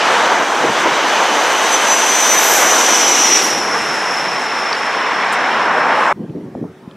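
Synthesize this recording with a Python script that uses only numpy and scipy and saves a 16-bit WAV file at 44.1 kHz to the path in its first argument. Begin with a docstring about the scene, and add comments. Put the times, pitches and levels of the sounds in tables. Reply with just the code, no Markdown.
"""A diesel express runs under a bridge, heard from above: wheels and rails roar (shaped noise) and knock
(noise bursts); the rear power car hisses and whistles (noise, firing sine, turbo blade tone), and low
wind booms at the microphone. Near 3.5 s the bridge hides the car's roof, pitch falls with Doppler shift
and the bridge echoes the whistle. At 6.127 s an abrupt cut: a quiet station front, wind and buffets at
the microphone over distant town wash and hum. Small fizzes, ticks and spits (noise bursts) dot both."""
import sys
import numpy as np
from scipy import signal
from scipy.fft import rfft, irfft
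from scipy.io import wavfile
from scipy.ndimage import uniform_filter1d

SR = 44100
rng = np.random.default_rng(int(sys.argv[2]) if len(sys.argv) > 2 else 0)


def unload_wav(signal):
    """Save mono or channel-first audio to the path in sys.argv[1] as 16-bit WAV at rate SR, clipped to [-1, 1]."""
    wavfile.write(
        sys.argv[1],
        SR,
        np.round(np.clip(np.atleast_2d(signal).T, -1, 1) * 32767).astype(np.int16),
    )


N = 306936
T = np.arange(N) / SR
HZ = np.fft.rfftfreq(N, 1 / SR)

# rolling noise, before trim and flutter: time_s, rail_level_db, wheel_level_db
ROLLING = [(0.0, -16, -18.5), (0.24, -13.5, -20), (0.49, -17, -24.5), (1.12, -16, -19.5),
           (1.33, -15.5, -21), (2.14, -17.5, -18.5), (2.71, -14.5, -18.5), (3.32, -20, -18),
           (3.66, -21.5, -26), (3.76, -18.5, -22), (3.79, -21.5, -23), (4.71, -21, -23.5), (5.6, -16, -22),
           (5.75, -14, -27), (6.08, -14, -25), (6.11, -14.5, -31)]
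# noise colours, levelled later: freq_hz, relative_db
RUMBLE_COMING = [(25, -46), (55, -45), (105, -33), (150, -16.5), (220, -5), (330, 1), (480, 0), (700, -9.5),
                 (1300, -19.5), (4000, -64.5)]
RUMBLE_GOING = [(25, -46), (55, -39.5), (105, -26.5), (160, -7.5), (250, 1), (340, 0), (480, 5), (700, -2),
                (1300, -30), (4000, -67.5)]
RAILS_COMING = [(60, -42), (250, -22.5), (450, -5), (650, 0), (880, 1.5), (1080, 1), (1300, -1.5),
                (1650, -2), (2100, -11.5), (3000, -25.5), (7000, -48), (15000, -61.5)]
RAILS_GOING = [(60, -55.5), (250, -26), (450, -11), (650, -3), (860, 1), (1080, 1), (1300, -2),
               (1600, -2.5), (2100, -11), (3000, -20.5), (7000, -51), (15000, -71)]
WHEELS_COMING = [(200, -47), (1200, -10.5), (2000, 1), (2400, 0.5), (2700, -1.5), (3100, -1), (3600, -3.5),
                 (4500, -9), (6000, -10.5), (9000, -28), (15000, -67)]
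WHEELS_GOING = [(200, -48), (1200, -1.5), (1950, 6), (2400, 1), (2900, -1.5), (3500, -5.5), (4500, -12),
                (6000, -15.5), (9000, -41.5), (15000, -56)]
HISS = [(500, -31.5), (3500, -10), (6000, 3.5), (7300, 4.5), (8700, -0.5), (10000, -6.5), (11500, -10.5),
        (12600, -14.5), (14000, -20.5), (15600, -28.5)]
WIND_BOOM = [(20, -15.5), (50, -16.5), (75, -16), (100, -10), (140, 1.5), (190, 4), (300, -12.5),
             (1500, -64.5)]
GUST = [(25, -46), (60, -32), (110, -8), (170, 3), (300, 1), (450, -4.5), (700, -21.5), (1200, -37),
        (4000, -75)]
TOWN = [(30, -24.5), (130, 3), (260, -5.5), (480, -7.5), (1100, -9), (1800, -15), (2500, -21),
        (4500, -29.5), (9000, -36), (15500, -42)]
# filter on scattered whistle, weak below the receding pitch: freq_hz, gain_db
SCATTER = [(4300, -10.5), (4900, -8), (5250, -0.5), (9000, 3)]
# stereo width of sound from ahead, behind, all round, and of small wind eddies: freq_hz, side_vs_mid_db
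WIDTH_AHEAD = [(100, -63), (1300, -80.5), (2400, -62), (3200, -39), (4400, -13.5), (6000, -16), (8000, -18),
               (10000, -5.5), (15000, -17)]
WIDTH_BEHIND = [(100, -60), (700, -62), (1100, -36), (2000, -25.5), (3000, -18.5), (4400, -8), (6000, -6.5),
                (8500, -3.5), (12000, -8), (15000, -13.5)]
WIDTH_AROUND = [(100, -43), (300, -23), (750, -22), (1400, -18), (2800, -8), (8000, -9), (15000, -14)]
WIDTH_EDDIES = [(120, -54), (260, -35), (450, -15), (900, -3)]
# wheels knocking on the track: start_s, level_db, centre_hz
KNOCKS = [(.098, -10, 1000), (.132, -19, 730), (.308, -14, 1000), (.395, -21.5, 250), (.634, -9, 422),
          (.685, -19, 222), (.752, -21, 600), (.855, -9.5, 447), (.975, -14.5, 600), (1.2, -8.5, 740),
          (6.108, -12, 905)]
# faint very high fizzes of noise (first two rows), then ticks and spits: start_s, level_db, centre_hz, decay_s
TICKS = [(.262, -46, 14000, 0.018), (.4, -44, 15500, .012), (3.42, -27, 10500, 0.069),
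         (4.729, -9.5, 4600, 0.0019), (4.75, -20, 4600, 0.0032), (5.322, -26.5, 7950, 0.014),
         (5.331, -35.5, 14490, .007), (6.295, -48, 3005, .005), (6.912, -34, 3200, 0.0011)]
# hiss rushes from the passing cars: centre_s, level_db, sigma_s
RUSHES = [(.16, -35.5, 0.12), (6.05, -42.5, .08)]
# wind booms: centre_s, level_db, sigma_s
BOOMS = [(.16, -47, .2), (.67, -33, 0.057), (.88, -35.5, 0.06), (3.58, -38, .07), (3.8, -36, .06),
         (4.25, -39.5, 0.11), (5.65, -44, 0.33)]
# blade tone flares: centre_s, boost_db, sigma_s
BLADE_FLARES = [(1.74, 16, .02), (1.92, 12, 0.057), (2.14, 10, 0.075), (2.34, 10, .045), (3.08, 5, .03),
                (3.24, 7, .03), (3.35, 7.5, .03), (3.52, 6, .06)]
# stronger whistle echoes: centre_s, level_db, sigma_s
ECHO_FLARES = [(2.99, -24, .07), (3.3, -23, .07), (4.15, -25, 0.058)]
# wind gusts, before flutter: centre_s, level_db, sigma_s
GUSTS = [(6.22, -24.5, 0.03), (6.3, -28.5, 0.019), (6.365, -22.5, 0.023), (6.44, -28.5, 0.048),
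         (6.58, -25, 0.028), (6.646, -21.5, .018), (6.705, -35, .013), (6.78, -43.5, .015),
         (6.845, -39, 0.022)]
# single wind buffets: start_s, peak_db, pitch_hz
BUFFETS = [(6.158, -23.5, 201), (6.296, -17, 170), (6.351, -20, 290), (6.367, -19, 278), (6.411, -22, 332),
           (6.46, -22, 210), (6.551, -15, 620), (6.556, -16, 253), (6.613, -14, 240), (6.626, -14, 302),
           (6.641, -23, 700), (6.875, -20, 210)]
# distant machinery, before drift: pitch_hz, level_db
HUM = [(377, -47.5), (1211, -69), (5561, -74), (6180, -81)]

CUT_S = 6.127
PASS_S, SPEED_M_PER_S, DISTANCE_M = 3.613, 30.2, 22  # power car nearest
SOUND_M_PER_S = 343
HIDDEN_S, HIDING_S = 3.485, 0.099  # bridge hides the roof
KNOCK_DECAY_S = 0.018
FIRING_HZ, HOLLOW_HZ = 75.5, 814.4  # before Doppler
BLADE_HZ, SPOOL_HZ_PER_S = 5626, 33.6  # at the pass, before Doppler; slow rise
ECHO_HZ, ECHO_FROM_S = 5325, 3.39
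BREEZE_DB = -52  # between gusts
BUFFET_RISE_CYCLES = 0.66
LOW_CUT_HZ, HIGH_CUT_HZ = 70, 15700


def amp(db):
    """Decibels to gain."""
    return 10 ** (np.asarray(db) / 20)


def unit(x):
    """Scales to rms 1."""
    return x / np.sqrt(np.mean(x ** 2) + 1e-20)


def curves(rows):
    """Interpolates each column of a time table to every sample."""
    time_s, *columns = np.transpose(rows)
    return [np.interp(T, time_s, column) for column in columns]


def shape(points, hz):
    """Gain of a spectrum table on a log-frequency axis."""
    freq_hz, db = np.transpose(points)
    return amp(np.interp(np.log(hz + 1), np.log(freq_hz), db))


def colour(x, points):
    """Filters x by a spectrum table."""
    return irfft(rfft(x) * shape(points, HZ), N)


def drift(rate_hz):
    """Slow random motion of rms 1."""
    return unit(irfft(rfft(rng.standard_normal(N)) / (1 + (HZ / rate_hz) ** 2), N))


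def hump(at_s, sigma_s):
    """Bell curve in time, height 1."""
    return np.exp(-0.5 * ((T - at_s) / sigma_s) ** 2)


def after(at_s, fade_s):
    """Smooth step from 0 to 1."""
    return 0.5 + 0.5 * np.tanh((T - at_s) / fade_s)


def swells(rows, bed_db):
    """Gain of a steady bed, power-summed with bell-shaped swells."""
    swell_power = sum((amp(db) * hump(s, sigma_s)) ** 2 for s, db, sigma_s in rows)
    return np.sqrt(amp(bed_db) ** 2 + swell_power)


def flares(rows):
    """Gain of 1 with short bell-shaped boosts in dB."""
    return amp(sum(db * hump(s, sigma_s) for s, db, sigma_s in rows))


def pair(mid, side, width):
    """Left and right of two close microphones from mid and width-filtered side."""
    side = colour(side, width)
    return np.array([mid + side, mid - side])


def noise(spectrum, width, patchy_db):
    """Stereo noise of rms 1, its spectrum dappled by short-lived patches."""
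    frames = dict(nperseg=1024, noverlap=768)
    _, _, z = signal.stft(rng.standard_normal((2, N)), SR, **frames)
    patches = uniform_filter1d(rng.standard_normal(z.shape[1:]), size=6, axis=0)
    patches = uniform_filter1d(patches, size=14, axis=1)
    dappled = signal.istft(z * amp(patchy_db * unit(patches)), SR, **frames)[1][:, :N]
    mid, side = colour(dappled, spectrum)
    return unit(pair(mid, side, width))


def whistle(hz, width_hz):
    """Narrow noise band carried along the pitch hz; stereo, rms 1."""
    skirt = 1 / np.sqrt(1 + (2 * HZ / width_hz) ** 2)
    skirt = skirt / (1 + (HZ / 1500) ** 4)  # trims far sidebands
    a, b = irfft(rfft(rng.standard_normal((2, 2, N))) * skirt, N)
    phase = 2 * np.pi * np.cumsum(hz * np.ones(N)) / SR
    mid, side = a * np.cos(phase) + b * np.sin(phase)
    return unit(pair(mid, side, WIDTH_AHEAD))


def bursts(rows, octaves):
    """Puffs of band noise, each with a quick rise and its own decay."""
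    out, t = np.zeros(N + 8192), np.arange(8192) / SR
    hz = np.fft.rfftfreq(8192, 1 / SR)
    for start_s, db, centre_hz, decay_s in rows:
        band = np.exp(-0.5 * (np.log2((hz + 1) / centre_hz) / octaves) ** 2)
        envelope = np.exp(-t / decay_s) * (1 - np.exp(-10 * t / decay_s))
        puff = unit(irfft(rfft(rng.standard_normal(len(t))) * band) * envelope)
        out[round(start_s * SR):][:len(t)] += amp(db) * puff * np.sqrt(np.mean(envelope ** 2))
    return out[:N]


def nearness(at_s, half_s):
    """1 / distance gain of a straight pass, 1 when nearest."""
    return 1 / np.hypot(1, (T - at_s) / half_s)


def passing(coming, going, patchy_db):
    """Equal-power change of noise colour and stereo width at the pass."""
    past = after(PASS_S, fade_s=0.086)
    approach = np.sqrt(1 - past) * noise(coming, WIDTH_AHEAD, patchy_db)
    return approach + np.sqrt(past) * noise(going, WIDTH_BEHIND, patchy_db)


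def power_car():
    """Distance gain and Doppler factor of the rear power car."""
    half_s = DISTANCE_M / SPEED_M_PER_S
    near = nearness(PASS_S, half_s)
    closing_m_per_s = SPEED_M_PER_S * (PASS_S - T) / half_s * near
    return near, 1 / (1 - closing_m_per_s / SOUND_M_PER_S)


def from_roof(db, beam_db, shadow_db, beam_s, beam_sigma_s):
    """Roof source gain: grows with nearness, beams at the microphone a while, then is hidden."""
    near, _ = power_car()
    beam = beam_db * hump(beam_s, beam_sigma_s)
    return near * amp(db + beam + shadow_db * after(HIDDEN_S, HIDING_S))


def rolling():
    """Rough wheels shake track, rails and themselves; contact force flutters in all three."""
    rail_db, wheel_db = curves(ROLLING)
    contact = drift(55)
    power_car_shake = amp(-25.5) * nearness(3.34, half_s=0.55)  # heavier car
    shaking = np.hypot(amp(rail_db - 11.5), power_car_shake)
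    rumble = passing(RUMBLE_COMING, RUMBLE_GOING, patchy_db=-0.05) * shaking * amp(0.49 * contact)
    rails = passing(RAILS_COMING, RAILS_GOING, patchy_db=0.33) * amp(rail_db + 0.66 + 0.67 * contact)
    wheels = passing(WHEELS_COMING, WHEELS_GOING, patchy_db=1.18) * amp(wheel_db + 0.36 + 0.16 * contact)
    rushes = noise(HISS, WIDTH_AHEAD, patchy_db=2.5) * swells(RUSHES, bed_db=-63)
    return rumble + rails + wheels + rushes


def exhaust():
    """Doppler-shifted firing tone and hollow note, turbulent hiss and a brief fine sizzle."""
    near, doppler = power_car()
    firing = unit(np.sin(2 * np.pi * np.cumsum(FIRING_HZ * doppler) / SR)) * near * amp(-56.5)
    hollow = unit(colour(whistle(HOLLOW_HZ * doppler, width_hz=89), RAILS_COMING))
    hollow = hollow * from_roof(-26.5, beam_db=11, shadow_db=-7, beam_s=1.4, beam_sigma_s=0.73)
    hiss = noise(HISS, WIDTH_AHEAD, patchy_db=1.0)
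    hiss = hiss * from_roof(-24, beam_db=8.5, shadow_db=-12.5, beam_s=2.3, beam_sigma_s=0.6)
    sizzle = whistle(12200, width_hz=6500) * nearness(2.49, half_s=0.17) ** 2
    sizzle = sizzle * amp(-24.5 - 11 * after(HIDDEN_S, HIDING_S))
    return firing + hollow + (hiss + sizzle) * amp(1.3 * drift(9.8))


def turbo():
    """Blade tone twinkles through hot exhaust, partly scattered to fuzz; whines an octave up and down."""
    _, doppler = power_car()
    hz = (BLADE_HZ + SPOOL_HZ_PER_S * (T - PASS_S)) * doppler
    phase = 2 * np.pi * np.cumsum(hz + 13 * drift(40)) / SR
    lead = 0.16 * drift(8)  # radians, opposite at each microphone
    tone = unit(np.sin([phase + lead, phase - lead]) * amp(2.2 * drift(25))) * flares(BLADE_FLARES)
    tone = tone * from_roof(-28.5, beam_db=11.5, shadow_db=-15, beam_s=2.63, beam_sigma_s=1.0)
    fuzz = colour(whistle(hz, width_hz=410), SCATTER) * amp(1.1 * drift(60))
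    fuzz = fuzz * from_roof(-24.5, beam_db=9.5, shadow_db=-12.0, beam_s=2.77, beam_sigma_s=1.0)
    octave_up = whistle(2 * hz, width_hz=650)
    octave_up = octave_up * from_roof(-43, beam_db=10.5, shadow_db=-13, beam_s=2.35, beam_sigma_s=0.92)
    octave_down = whistle(hz / 2, width_hz=90)
    octave_down = octave_down * from_roof(-30, beam_db=11, shadow_db=-17, beam_s=1.4, beam_sigma_s=0.45)
    return tone + fuzz + octave_up + octave_down


def wind_booms():
    """Low wind booms at the microphone, over a faint low bed: swelling low noise."""
    return noise(WIND_BOOM, WIDTH_AHEAD, patchy_db=0.5) * swells(BOOMS, bed_db=-54)


def knocks():
    """Wheels strike the track: short bursts of broad band noise."""
    return bursts([(*row, KNOCK_DECAY_S) for row in KNOCKS], octaves=0.57)


def fizzes_and_ticks():
    """Faint very high fizzes, then small ticks and spits: narrower noise bursts."""
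    return bursts(TICKS, octaves=0.23)


def bridge_echo():
    """The bridge returns a smeared whistle and octave at fixed pitch, fading as the train leaves."""
    near, _ = power_car()
    echo = whistle(ECHO_HZ, width_hz=150) + amp(-22) * near * whistle(2 * ECHO_HZ, width_hz=700)
    echo = colour(echo, SCATTER) * amp(0.9 * drift(12))
    under_bridge = amp(-25) * near ** 1.3 * after(ECHO_FROM_S, fade_s=0.07)
    return echo * np.hypot(under_bridge, swells(ECHO_FLARES, bed_db=-71))


def town():
    """Distant town wash: steady patchy noise from all round."""
    return amp(-43) * noise(TOWN, WIDTH_AROUND, patchy_db=2.5)


def hum():
    """Distant machinery: sines with wandering pitch and a shared wandering level."""
    out = np.zeros(N)
    for pitch_hz, db in HUM:
        phase = 2 * np.pi * np.cumsum(pitch_hz + 5 * drift(15.6)) / SR
        out += amp(db) * unit(np.sin(phase))
    return out * amp(2 * drift(6))


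def wind():
    """Small eddies hit the microphones separately: fluttering low noise in gusts."""
    return noise(GUST, WIDTH_EDDIES, patchy_db=0.2) * swells(GUSTS, BREEZE_DB) * amp(1.1 * drift(50))


def buffets():
    """Each eddy striking the microphone rocks the pressure for a few cycles."""
    out, t = np.zeros(N + 4096), np.arange(4096) / SR
    for start_s, peak_db, hz in BUFFETS:
        age = t * hz / BUFFET_RISE_CYCLES
        swell = (age * np.exp(1 - age)) ** 2
        rocking = np.sin(2 * np.pi * (hz * t + rng.random()))
        out[round(start_s * SR):][:len(t)] += amp(peak_db) * swell * rocking
    return out[:N]


def scene():
    """Train and wind booms, then an abrupt cut to the station; fizzes and ticks over both."""
    train = rolling() + exhaust() + turbo() + wind_booms() + knocks() + bridge_echo()
    station = town() + hum() + wind() + buffets()
    return np.where(T < CUT_S, train, station) + fizzes_and_ticks()


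def record(dry):
    """Cuts deep bass, rounds off the highest peaks, then limits the band."""
    high_pass = signal.butter(3, LOW_CUT_HZ, "highpass", fs=SR, output="sos")
    thin = signal.sosfilt(high_pass, dry)
    rounded = thin / (1 + thin ** 8) ** (1 / 8)
    low_pass = signal.firwin(511, HIGH_CUT_HZ, window=("kaiser", 9), fs=SR)
    return signal.oaconvolve(rounded, low_pass[None], "same")


dry = scene()
out = record(dry)
unload_wav(out)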